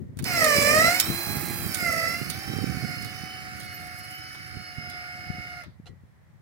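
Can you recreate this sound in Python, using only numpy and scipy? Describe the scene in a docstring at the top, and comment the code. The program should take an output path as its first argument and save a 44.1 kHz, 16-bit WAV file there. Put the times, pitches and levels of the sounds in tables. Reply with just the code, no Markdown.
"""A light wind bumps the microphones throughout, over faint distant outdoor noise.
A flasher relay starts clicking in an uneven beat, and a small linear actuator lifts a model crossing gate.
Its geared motor whines, grinds and hisses, sagging twice under the rocking arm as the listener backs away.
Past halfway the dry pivot rubs and squeaks. A limit switch stops the motor, and the arm knocks home."""
import sys
import numpy as np
from scipy import signal
from scipy.fft import rfft, irfft
from scipy.io import wavfile

SR = 44100
rng = np.random.default_rng(int(sys.argv[2]) if len(sys.argv) > 2 else 0)


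def store_wav(level_fs):
    """Save 16-bit WAV to argv[1]."""
    pcm = np.round(np.clip(np.atleast_2d(level_fs), -1, 1) * 32767)
    wavfile.write(sys.argv[1], SR, pcm.T.astype(np.int16))


N = 283061
TIME = np.arange(N) / SR
BIN_HZ = np.fft.rfftfreq(512, 1 / SR)[:, None]
CUT_S = 5.612  # the limit switch opens
# The listener's way from the cabinet (0) to the far spot (1): time_s, share
AWAY = [(1.6, 0.31), (2.3, 0.55), (3.2, 0.62), (3.7, 0.89)]


def amp(db):
    """Decibels to gain."""
    return 10 ** (np.asarray(db) / 20)


def unit(x):
    """Scales to rms 1."""
    return x / np.sqrt(np.mean(x ** 2) + 1e-20)


def curve(rows, t=TIME):
    """The columns of a table at the times t."""
    times, *columns = np.transpose(rows)
    return [np.interp(t, times, c) for c in columns]


def colour(rows, hz):
    """The columns of a table at the frequencies hz."""
    freqs, *columns = np.transpose(rows)
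    return [np.interp(np.log(hz + 1), np.log(freqs), c) for c in columns]


def add(mix, start_s, sound):
    """Mixes a stereo sound in."""
    part = mix[:, max(round(start_s * SR), 0):][:, :sound.shape[1]]
    part += sound[:, :part.shape[1]]


def sides(pan_db):
    """Stereo gains of mean power 1; pan_db is left minus right."""
    pair = np.array([amp(pan_db / 2), amp(-pan_db / 2)]).reshape(2, -1)
    return pair / np.sqrt(np.mean(pair ** 2, 0))


def wander(hz):
    """Random drift of rms 1, up to about hz."""
    rolloff = 1 + (np.fft.rfftfreq(N, 1 / SR) / hz) ** 4
    return unit(irfft(rfft(rng.standard_normal(N)) / rolloff, N))


def noise(rows):
    """Noise of rms 1 with a given spectrum."""
    gain = amp(colour(rows, np.fft.rfftfreq(N, 1 / SR))[0])
    return unit(irfft(rfft(rng.standard_normal(N)) * gain, N))


def frames(x):
    """Frame times and short-time spectra."""
    return signal.stft(x, SR, nperseg=512, noverlap=384)[1:]


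def sound_of(spectra):
    """Short-time spectra back to sound."""
    return signal.istft(spectra, SR, nperseg=512, noverlap=384)[1][..., :N]


def ring(modes, t, detune=0.028):
    """Dying modes after one blow, each slightly detuned."""
    out = np.zeros(len(t))
    for hz, db, t60 in modes:
        pitch_hz = hz * (1 + detune * rng.standard_normal())
        out += amp(db - 60 * t / t60) * np.sin(2 * np.pi * (pitch_hz * t + rng.random()))
    return out


def envelope(start_s, length_s, rise_s, fall_s):
    """A straight rise, a hold and an exponential release."""
    attack = np.clip((TIME - start_s) / rise_s + .5, 0, 1)
    return attack * np.exp(-np.maximum(TIME - start_s - length_s, 0) / fall_s)


def wind(level_db=-1, lump_db=3, lull_db=-48, gust_db=-31):
    """Lumpy turbulence, unrelated at the two microphones and brighter in gusts."""
    # Breeze between gusts: time_s, level_db, pan_db
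    breeze = [(0, -40.5, 1), (1.1, -43.5, 6), (2.0, -37.5, -8.5), (3.0, -43, -15), (3.5, -42.5, -7),
              (4.15, -48.5, -11), (5.4, -45.5, -3.5), (5.85, -53.5, -2.5), (6.42, -53.5, 3)]
    # Gusts on the microphones: start_s, length_s, level_db, pan_db
    gusts = [(0, 0.013, -33.5, 20), (0.193, 0.21, -32.5, 4.5), (0.55, 0.31, -33, 21),
             (1.06, 0.062, -32.5, 11), (1.268, 0.24, -32, -17), (1.524, 0.13, -33.5, -1),
             (1.65, 0.24, -38, -20), (2.185, 0.12, -34, -20), (2.47, 0.31, -30.5, -26),
             (2.798, 0.28, -36.5, -7.5), (3.449, 0.42, -47, -6), (4.536, .06, -42, -30),
             (4.761, .13, -43, -27), (5.25, 0.15, -45, -5), (5.658, 0.033, -41.5, 3),
             (5.884, 0.038, -43, 9)]
    # Colour of the wind: freq_hz, lull_db, gust_db
    tone = [(20, -36, -37), (40, -19, -36), (64, -1.5, -8.5), (87, 6.5, -1.5), (148.3, 4, 0.5),
            (219, -8, -2.5), (346, -29.5, -10.5), (510, -38, -18.5), (840, -45, -43.5),
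            (2000, -68.5, -57.5)]
    db, pan_db = curve(breeze)
    power = (amp(db) * sides(pan_db)) ** 2
    for start_s, length_s, db, pan_db in gusts:
        power += (amp(db) * sides(pan_db) * envelope(start_s, length_s, rise_s=0.0083, fall_s=0.041)) ** 2
    strength = np.clip((10 * np.log10(power.mean(0)) - lull_db) / (gust_db - lull_db), 0, 1)
    lull, gust = np.array(tone)[:, [0, 1]], np.array(tone)[:, [0, 2]]
    air = np.zeros((2, N))
    for side in range(2):
        blend = np.sqrt(1 - strength) * noise(lull) + np.sqrt(strength) * noise(gust)
        air[side] = unit(blend * amp(lump_db * wander(42)))
    return amp(level_db) * np.sqrt(power) * air


def outdoors(level_db=-65.5):
    """A faint, steady bed of distant noise."""
    # Colour of the distance: freq_hz, level_db
    tone = [(120, -7), (300, -2.5), (700, -4), (1050, -6), (1550, -8.5), (1930, -4), (2600, -17),
            (4500, -21), (8000, -25), (16000, -28)]
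    return amp(level_db) * np.array([noise(tone), noise(tone)])


def buffets(level_db=-1, decay_cycles=0.28):
    """The strongest eddies bump the microphones with single short swings of pressure."""
    # Eddies: centre_s, level_db, pan_db, pitch_hz
    eddies = [(0.171, -20, 26, 135), (0.585, -8, 7, 193), (0.789, -14, 26, 137), (0.88, -14, 32, 122),
              (1.102, -10, 13, 174.7), (1.371, -15, -9, 120), (1.829, -17.5, -29, 174),
              (2.216, -15.5, -15, 232), (2.538, -14, -35, 233), (2.588, -12.5, -29, 250),
              (2.643, -9, -28, 210), (2.71, -19, -26, 126), (2.772, -14.5, -23, 130),
              (3.238, -20.5, -21, 162), (4.571, -20, -17, 120), (4.785, -20.5, -20, 126),
              (5.303, -14, 24, 135), (5.385, -24, 11, 156), (5.8, -28, 10, 163), (5.896, -24, 20, 116.7),
              (6.037, -35.5, 11.5, 137)]
    out, t = np.zeros((2, N)), np.arange(-SR // 20, SR // 20) / SR
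    for centre_s, db, pan_db, hz in eddies:
        bump = np.exp(-abs(t) * hz / decay_cycles) * np.sin(2 * np.pi * hz * t)
        polarity = rng.choice([-1, 1], (2, 1))
        add(out, centre_s + t[0], amp(db + level_db) * sides(pan_db) * polarity * bump)
    return out


def relay(level_db=-3, crack_t60=0.037, body_t60=0.072, cabinet_t60=0.4, bounce_s=0.0089, bounce_db=-9):
    """The armature snaps over and bounces once; from afar the cabinet's ring is a larger share."""
    # Relay and switch clicks: start_s, level_db, body_db, pan_db
    clicks = [(.171, -41, -4, -9), (0.189, -28, 0, -5), (.224, -36.5, -4, -17), (0.2416, -21, -14, -9),
              (0.4427, -10.5, -19, -13), (0.9991, -3.5, -35, -7.5), (1.7447, -14, -28, -18),
              (2.2994, -17.5, -18, -14), (3.0225, -31.5, -20, -17), (3.0463, -31, -6, -14),
              (3.6007, -32, -13, -12), (4.346, -41.5, 7.5, -6), (4.898, -35, -13, -11), (5.635, -45, 9, -9)]
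    # The relay's ring: pitch_hz, level_db, t60_s
    modes = [(3650, -15, 0.17), (4200, -16, 0.026), (4660, -0.5, 0.021), (5935, -5.5, .03), (6720, -6, .04),
             (9130, -2, .022), (9324, 1.5, 0.041), (10640, -6, 0.034), (14700, -8, 0.024)]
    out, t = np.zeros((2, N)), TIME[:SR // 8]
    bright = signal.butter(2, 3000, "high", fs=SR)
    dull = signal.butter(2, [500, 2500], "band", fs=SR)
    panel = signal.butter(2, [3300, 4600], "band", fs=SR)
    for start_s, db, body_db, pan_db in clicks:
        crack, body, cabinet = rng.standard_normal((3, 2, len(t)))
        away = curve(AWAY, start_s)[0]
        snap = np.array([ring(modes, t), ring(modes, t)]) / 2
        snap += amp(-2 - 60 * t / crack_t60) * signal.lfilter(*bright, crack)
        snap += amp(body_db - 60 * t / body_t60) * unit(signal.lfilter(*dull, body)) / 2
        snap += away ** 2 * amp(-11 - 60 * t / cabinet_t60) * unit(signal.lfilter(*panel, cabinet))
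        snap *= amp(db + level_db) * sides(pan_db) * (1 - np.exp(-t / .0005))
        add(out, start_s, snap)
        add(out, start_s + bounce_s, amp(bounce_db) * snap)
    return out


def speed(braking_hz_per_s=240):
    """Shaft turns per second: sways as the arm rocks, less each time, and runs down after the cut."""
    # Turning points of the rocking: time_s, shaft_hz
    turning_points = [(.18, 63.25), (.59, 48.05), (1.22, 68.4), (1.56, 68), (1.99, 54.87), (2.49, 64.64),
                      (2.97, 60.23), (3.21, 62.16), (3.91, 60.5), (4.24, 62.12), (4.98, 60.03),
                      (5.31, 60.62), (5.76, 58.76)]
    times, shaft_hz = np.transpose(turning_points)
    index = np.arange(len(times))
    place = np.interp(TIME, times, index)
    eased = np.floor(place) + (1 - np.cos(np.pi * (place % 1))) / 2
    lost_hz = braking_hz_per_s * np.maximum(TIME - CUT_S, 0)
    return np.maximum(np.interp(eased, index, shaft_hz) - lost_hz, 0)


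def load(t, rise_s=.18, fall_s=0.17):
    """How hard the arm bears on the motor: 0 free, 1 labouring."""
    # The arm bears down: start_s, length_s, load_share
    strains = [(.33, 0.63, 0.96), (1.781, 0.38, 0.77), (2.76, .25, 0.2), (4.8, 1, 0.18)]
    return sum(share * np.clip(np.minimum((t - start) / rise_s, (start + length - t) / fall_s) + .5, 0, 1)
               for start, length, share in strains)


def loudness(free_db, load_db, doubling_db):
    """Gain of a motor voice: free_db at 1 m, plus load_db at full load, doubling_db per distance doubling."""
    # The listener backs away: time_s, distance_m
    walk = [(.3, 0.45), (.9, 0.4), (1.6, 0.87), (2.4, 1.01), (3.2, 1.24), (3.7, 1.49), (5.6, 2.3)]
    return amp(free_db + load_db * load(TIME) + doubling_db * np.log2(curve(walk)[0]))


def radiate(drive, tone):
    """Colours a drive by load and distance, keeping its power."""
    t, spectra = frames(drive)
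    loaded_db, free_db, far_db = colour(tone, BIN_HZ)
    near_db = free_db + load(t) * (loaded_db - free_db)
    away = curve(AWAY, t)[0]
    gain = amp((1 - away) * near_db + away * far_db)
    return sound_of(spectra * gain / np.sqrt(np.mean(gain ** 2, 0)))


def swell(harmonic):
    """Gain of one harmonic of the whine as echoes lift or cancel it along the walk."""
    # Swells and dips: centre_s, half_length_s, harmonic, gain_db
    swells = [(0.587, 0.049, 3, -5.5), (0.596, 0.058, 4, 1.5), (1.171, 0.17, 5, 9), (1.55, 0.13, 5, -4.5),
              (1.952, .35, 1, -3.5), (2.493, 0.16, 1, 4.5), (2.606, 0.5, 7, 2), (2.994, 0.091, 1, -4.5),
              (3.195, 0.12, 7, 4.5), (3.596, 0.24, 7, -16), (3.853, 0.13, 1, 6.5), (4.3, 0.12, 6, 8),
              (4.34, 0.16, 1, -9.5), (4.8, 0.38, 7, 6.5), (1.151, .1, 1, -7), (1.687, 0.1, 1, -8),
              (2.23, 0.075, 7, 5.5), (0.928, 0.064, 3, 4), (3.255, 0.15, 2, -6)]
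    return amp(sum(db * np.exp(-((TIME - centre_s) / half_s) ** 2)
                   for centre_s, half_s, k, db in swells if k == harmonic))


def whine(turns, teeth=12, swing_rad=0.11, flutter=0.42, low_fading_db=0.43, high_fading_db=2.7):
    """Gear teeth mesh; the off-centre pinion swings their timing and force, giving sidebands."""
    # Gearbox response for harmonics 1-3: freq_hz, gain_db
    gearbox = [(570, 1), (640, 3), (735, 2), (820, 5.5), (1140, 0.5), (1270, 1.5), (1450, 3.5), (1650, 5),
               (1720, -3.5), (1900, 5), (2150, 7.5), (2450, 2)]
    # Housing response for the higher harmonics: freq_hz, near_db, far_db
    housing = [(2380, 9, -0.5), (3130, -6, 2.5), (3640, -14, -19), (4040, 3, -5.5), (4600, 0, -0.5),
               (4640, -1.5, -4.5), (4750, -8, 0), (5400, 9.5, 1.5), (5620, 3, -21.5), (6160, -11, -4),
               (6440, -6, -22), (8500, -8.5, -18.5), (10000, -18.5, -14.5)]
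    shaft = 2 * np.pi * turns
    slip = (.06 + .05 * load(TIME)) * wander(40)
    mesh = teeth * shaft + swing_rad * np.sin(shaft + 1.1 * wander(4.2)) + slip
    mesh_hz, away = teeth * speed(), curve(AWAY)[0]
    low = loudness(free_db=-53, load_db=24.04, doubling_db=-1.7)
    high = loudness(free_db=-49.5, load_db=2.7, doubling_db=-8)
    force = 1 + 0.064 * np.cos(shaft) + 0.097 * np.sin(2 * shaft)
    shake, fading = wander(83), wander(3)
    out = np.zeros(N)
    for k in range(1, 15):
        rough = flutter * np.roll(shake, rng.integers(N))  # each harmonic shakes on its own
        fade = np.roll(fading, rng.integers(N))  # and swells as reflections shift with the walk
        if k <= 3:
            gain = low * amp(colour(gearbox, k * mesh_hz)[0] + low_fading_db * fade)
        else:
            near_db, far_db = colour(housing, k * mesh_hz)
            gain = high * amp(near_db + away * (far_db - near_db) + high_fading_db * fade)
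        out += gain * swell(k) * unit((force + rough) * np.cos(k * mesh + 2 * np.pi * rng.random()))
    return out


def growl(turns, body_hz=535, width_hz=190):
    """Under load each turn jolts the gearbox; shaft orders around the mesh tone rattle its lowest mode."""
    shaft_hz, rattle = speed(), np.zeros(N)
    for order in [9, 10, 11, 13, 14]:
        phase = 2 * np.pi * (order * turns + rng.random()) + .5 * wander(20)
        rattle += np.cos(phase) / np.hypot(1, 2 * (order * shaft_hz - body_hz) / width_hz)
    return loudness(free_db=-62, load_db=22.4, doubling_db=-4) * rattle


def grinding(turns, repeat_share=0.2, throb=0.08, orders=128):
    """Tooth flanks scrape: part of the roughness returns every turn, the rest is new each time."""
    # Colour of the grinding: freq_hz, loaded_db, free_db, far_db
    tone = [(120, -11, -27, -21), (205, 6.5, 7.5, -3.5), (350, -7, -16, -3.5), (560, -0.5, -1.5, -28.5),
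            (674, -23.5, 3, -6.5), (919, 0, 5, -38.5), (1264, -21, -1.5, 7), (1530, -12.5, -8, 0),
            (1940, 4, -2, 5.5), (2450, -2, 2, -5.5), (3030, -12.5, -18.5, -10), (3400, -24.5, -11, -20),
            (5160, -0.5, -10.5, 0), (6580, -9.5, -14, -23.5)]
    flank = irfft(np.exp(2j * np.pi * rng.random(orders)) * (np.arange(orders) > 1), 4096)  # one turn
    worn = unit(np.interp(turns % 1, np.arange(len(flank)) / len(flank), flank))
    fresh = rng.standard_normal(N) * (1 + throb * np.cos(2 * np.pi * turns))
    scrape = np.sqrt(repeat_share) * unit(radiate(worn, tone))
    scrape += np.sqrt(1 - repeat_share) * unit(radiate(fresh, tone))
    return loudness(free_db=-40, load_db=6.34, doubling_db=-6) * scrape


def brushes(turns, turn_db=1.2, pole_db=2.0, wheel_db=1.36, flicker_db=1):
    """Brushes hiss on the commutator, pulsing with each turn and with a wheel a third as fast."""
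    # Colour of the hiss: freq_hz, loaded_db, free_db, far_db
    tone = [(5800, -15.5, -36, -28), (6480, -12.5, -14, -1.5), (8000, 4.5, -0.5, -24.5),
            (9700, -12, -2.5, 2), (11300, -16.5, -6.5, -4), (12370, -7, 6.5, -15.5),
            (15500, -17, 3.5, -11.5)]
    # Rise and fall of the hiss: time_s, level_db
    levels = [(.26, -40), (.4, -31.5), (.67, -28), (1.02, -32), (1.5, -32), (2.0, -38), (2.5, -46),
              (3.06, -49), (3.43, -55.5), (5.6, -62)]
    shaft = 2 * np.pi * turns
    pulse_db = turn_db * np.cos(shaft) + pole_db * np.cos(2 * shaft) + wheel_db * np.cos(shaft / 3)
    hiss = amp(pulse_db + flicker_db * wander(200)) * rng.standard_normal(N)
    return amp(curve(levels)[0]) * unit(radiate(hiss, tone))


def hum(turns, poles=5, cabinet_hz=338, width_hz=35, waver_db=2.5):
    """The armature poles hum; the cabinet booms when the motor is fast enough to reach its resonance."""
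    response = 1 / np.hypot(1, 2 * (poles * speed() - cabinet_hz) / width_hz)
    drone = amp(waver_db * wander(22)) * unit(np.cos(2 * np.pi * poles * turns))
    return loudness(free_db=-48.5, load_db=4, doubling_db=-7.5) * response * drone


def microphones(motor, scatter_t60=0.25):
    """The left microphone hears the motor shaded and shifted in time, mixed with cabinet scatter."""
    # Shading of the left side: freq_hz, pan_db, left_right_likeness
    shading = [(250, 1, 0.69), (640, 0.5, 0.8), (1300, -5, 0.49), (2120, -5.5, 0.13), (3200, -1, 0.33),
               (5000, -3.5, 0.35), (6960, -6.5, 0.63), (8850, -17.5, 0.61), (15100, -13.5, .5)]
    # Direction of the motor: time_s, pan_db, left_lag_ms
    bearing = [(.3, -0.5, -0.15), (1.3, -2.5, -.14), (1.7, -0.5, 0.16), (3.2, -1, 0.17), (3.7, 1.5, 0.32),
               (5.6, 1, 0.27)]
    t = TIME[:SR // 10]
    echoes = rng.standard_normal(len(t)) * amp(-60 * t / scatter_t60)
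    whitened = irfft(np.exp(1j * np.angle(rfft(echoes))))
    times, direct = frames(motor)
    scattered = frames(signal.fftconvolve(motor, whitened[:len(t) // 2])[:N])[1]
    shade_db, likeness = colour(shading, BIN_HZ)
    pan_db, lag_ms = curve(bearing, times)
    gain = amp(shade_db + pan_db)
    delay = np.exp(-2j * np.pi * BIN_HZ * lag_ms / 1000)
    left = gain * (likeness * direct * delay + np.sqrt(1 - likeness ** 2) * scattered)
    return sound_of(np.array([left, direct]) / np.sqrt((1 + gain ** 2) / 2))


def actuator(on_s=.245, full_s=0.26, coast_t60=0.17):
    """All the motor's voices follow one shaft, which coasts to rest when the limit switch opens."""
    turns = np.cumsum(speed()) / SR
    running = np.interp(TIME, [on_s, full_s], [0, 1]) * amp(-60 * np.maximum(TIME - CUT_S, 0) / coast_t60)
    motor = whine(turns) + growl(turns) + grinding(turns) + brushes(turns) + hum(turns)
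    return microphones(running * motor)


def pivot_rub(level_db=-54, uneven_db=3.5):
    """The dry pivot rubs unevenly partway through the lift."""
    # Colour of the rubbing: freq_hz, level_db
    tone = [(5000, -17), (8000, -7), (9500, -7), (11000, 4), (12200, -12), (13200, -5), (14500, -5),
            (16000, -14)]
    scrape = np.array([noise(tone), noise(tone)]) * amp(level_db + uneven_db * wander(25))
    return envelope(start_s=3.55, length_s=0.53, rise_s=0.17, fall_s=0.4) * sides(pan_db=-15) * scrape


def pivot_squeaks(pitch_hz=12050, t60_s=0.12, attack_s=0.0017):
    """The pivot squeaks thinly on the way up."""
    # Squeaks: start_s, level_db
    squeaks = [(3.742, -35), (3.772, -45), (4.147, -43)]
    out, t = np.zeros((2, N)), TIME[:SR // 4]
    for start_s, db in squeaks:
        squeak = ring([(pitch_hz, db, t60_s)], t, detune=0.0025) * (1 - np.exp(-t / attack_s))
        add(out, start_s, sides(pan_db=-19) * squeak)
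    return out


def arm_knocks(thud_db=-7, thud_t60=0.1):
    """The arm rattles against its stop, each knock a thud and a short ring."""
    # Blows on the stop: start_s, level_db
    knocks = [(5.858, -49), (5.867, -45.5), (5.874, -48)]
    # The arm's ring: pitch_hz, level_db, t60_s
    modes = [(533, -1.5, 0.13), (750, -1, 0.078), (1360, -7, 0.099), (2000, -10.5, 0.34),
             (2900, 0.5, 0.047), (3530, -5, 0.042), (4100, -1.5, 0.068), (4100, -5, .08)]
    out, t = np.zeros((2, N)), TIME[:SR // 4]
    for start_s, db in knocks:
        thud = unit(signal.lfilter(*signal.butter(2, 5500, fs=SR), rng.standard_normal((2, len(t)))))
        thud *= amp(thud_db - 60 * t / thud_t60)
        add(out, start_s, amp(db) * sides(pan_db=-4.5) * (ring(modes, t) / 2 + thud))
    return out


def echo(sound, level_db=-24, t60_s=0.35):
    """A faint dull echo from cars and buildings."""
    tail = signal.lfilter(*signal.butter(2, 3000, fs=SR), rng.standard_normal((2, SR)))
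    tail *= amp(-60 * TIME[:SR] / t60_s)
    return amp(level_db) * signal.fftconvolve(sound, tail / np.linalg.norm(tail[0]), axes=1)[:, :N]


def scene():
    """The gate's machinery in the open air."""
    gate = actuator() + relay() + pivot_squeaks() + arm_knocks() + pivot_rub()
    return gate + echo(gate) + outdoors() + wind() + buffets()


def record(dry, low_cut_hz=45, high_cut_hz=15950):
    """A gentle low cut and a steep band limit."""
    trimmed = signal.lfilter(*signal.butter(2, low_cut_hz, "high", fs=SR), dry)
    band_limit = signal.firwin(511, high_cut_hz, window=("kaiser", 9), fs=SR)
    return signal.oaconvolve(trimmed, band_limit[None], "same")


dry = scene()
out = record(dry)
store_wav(out)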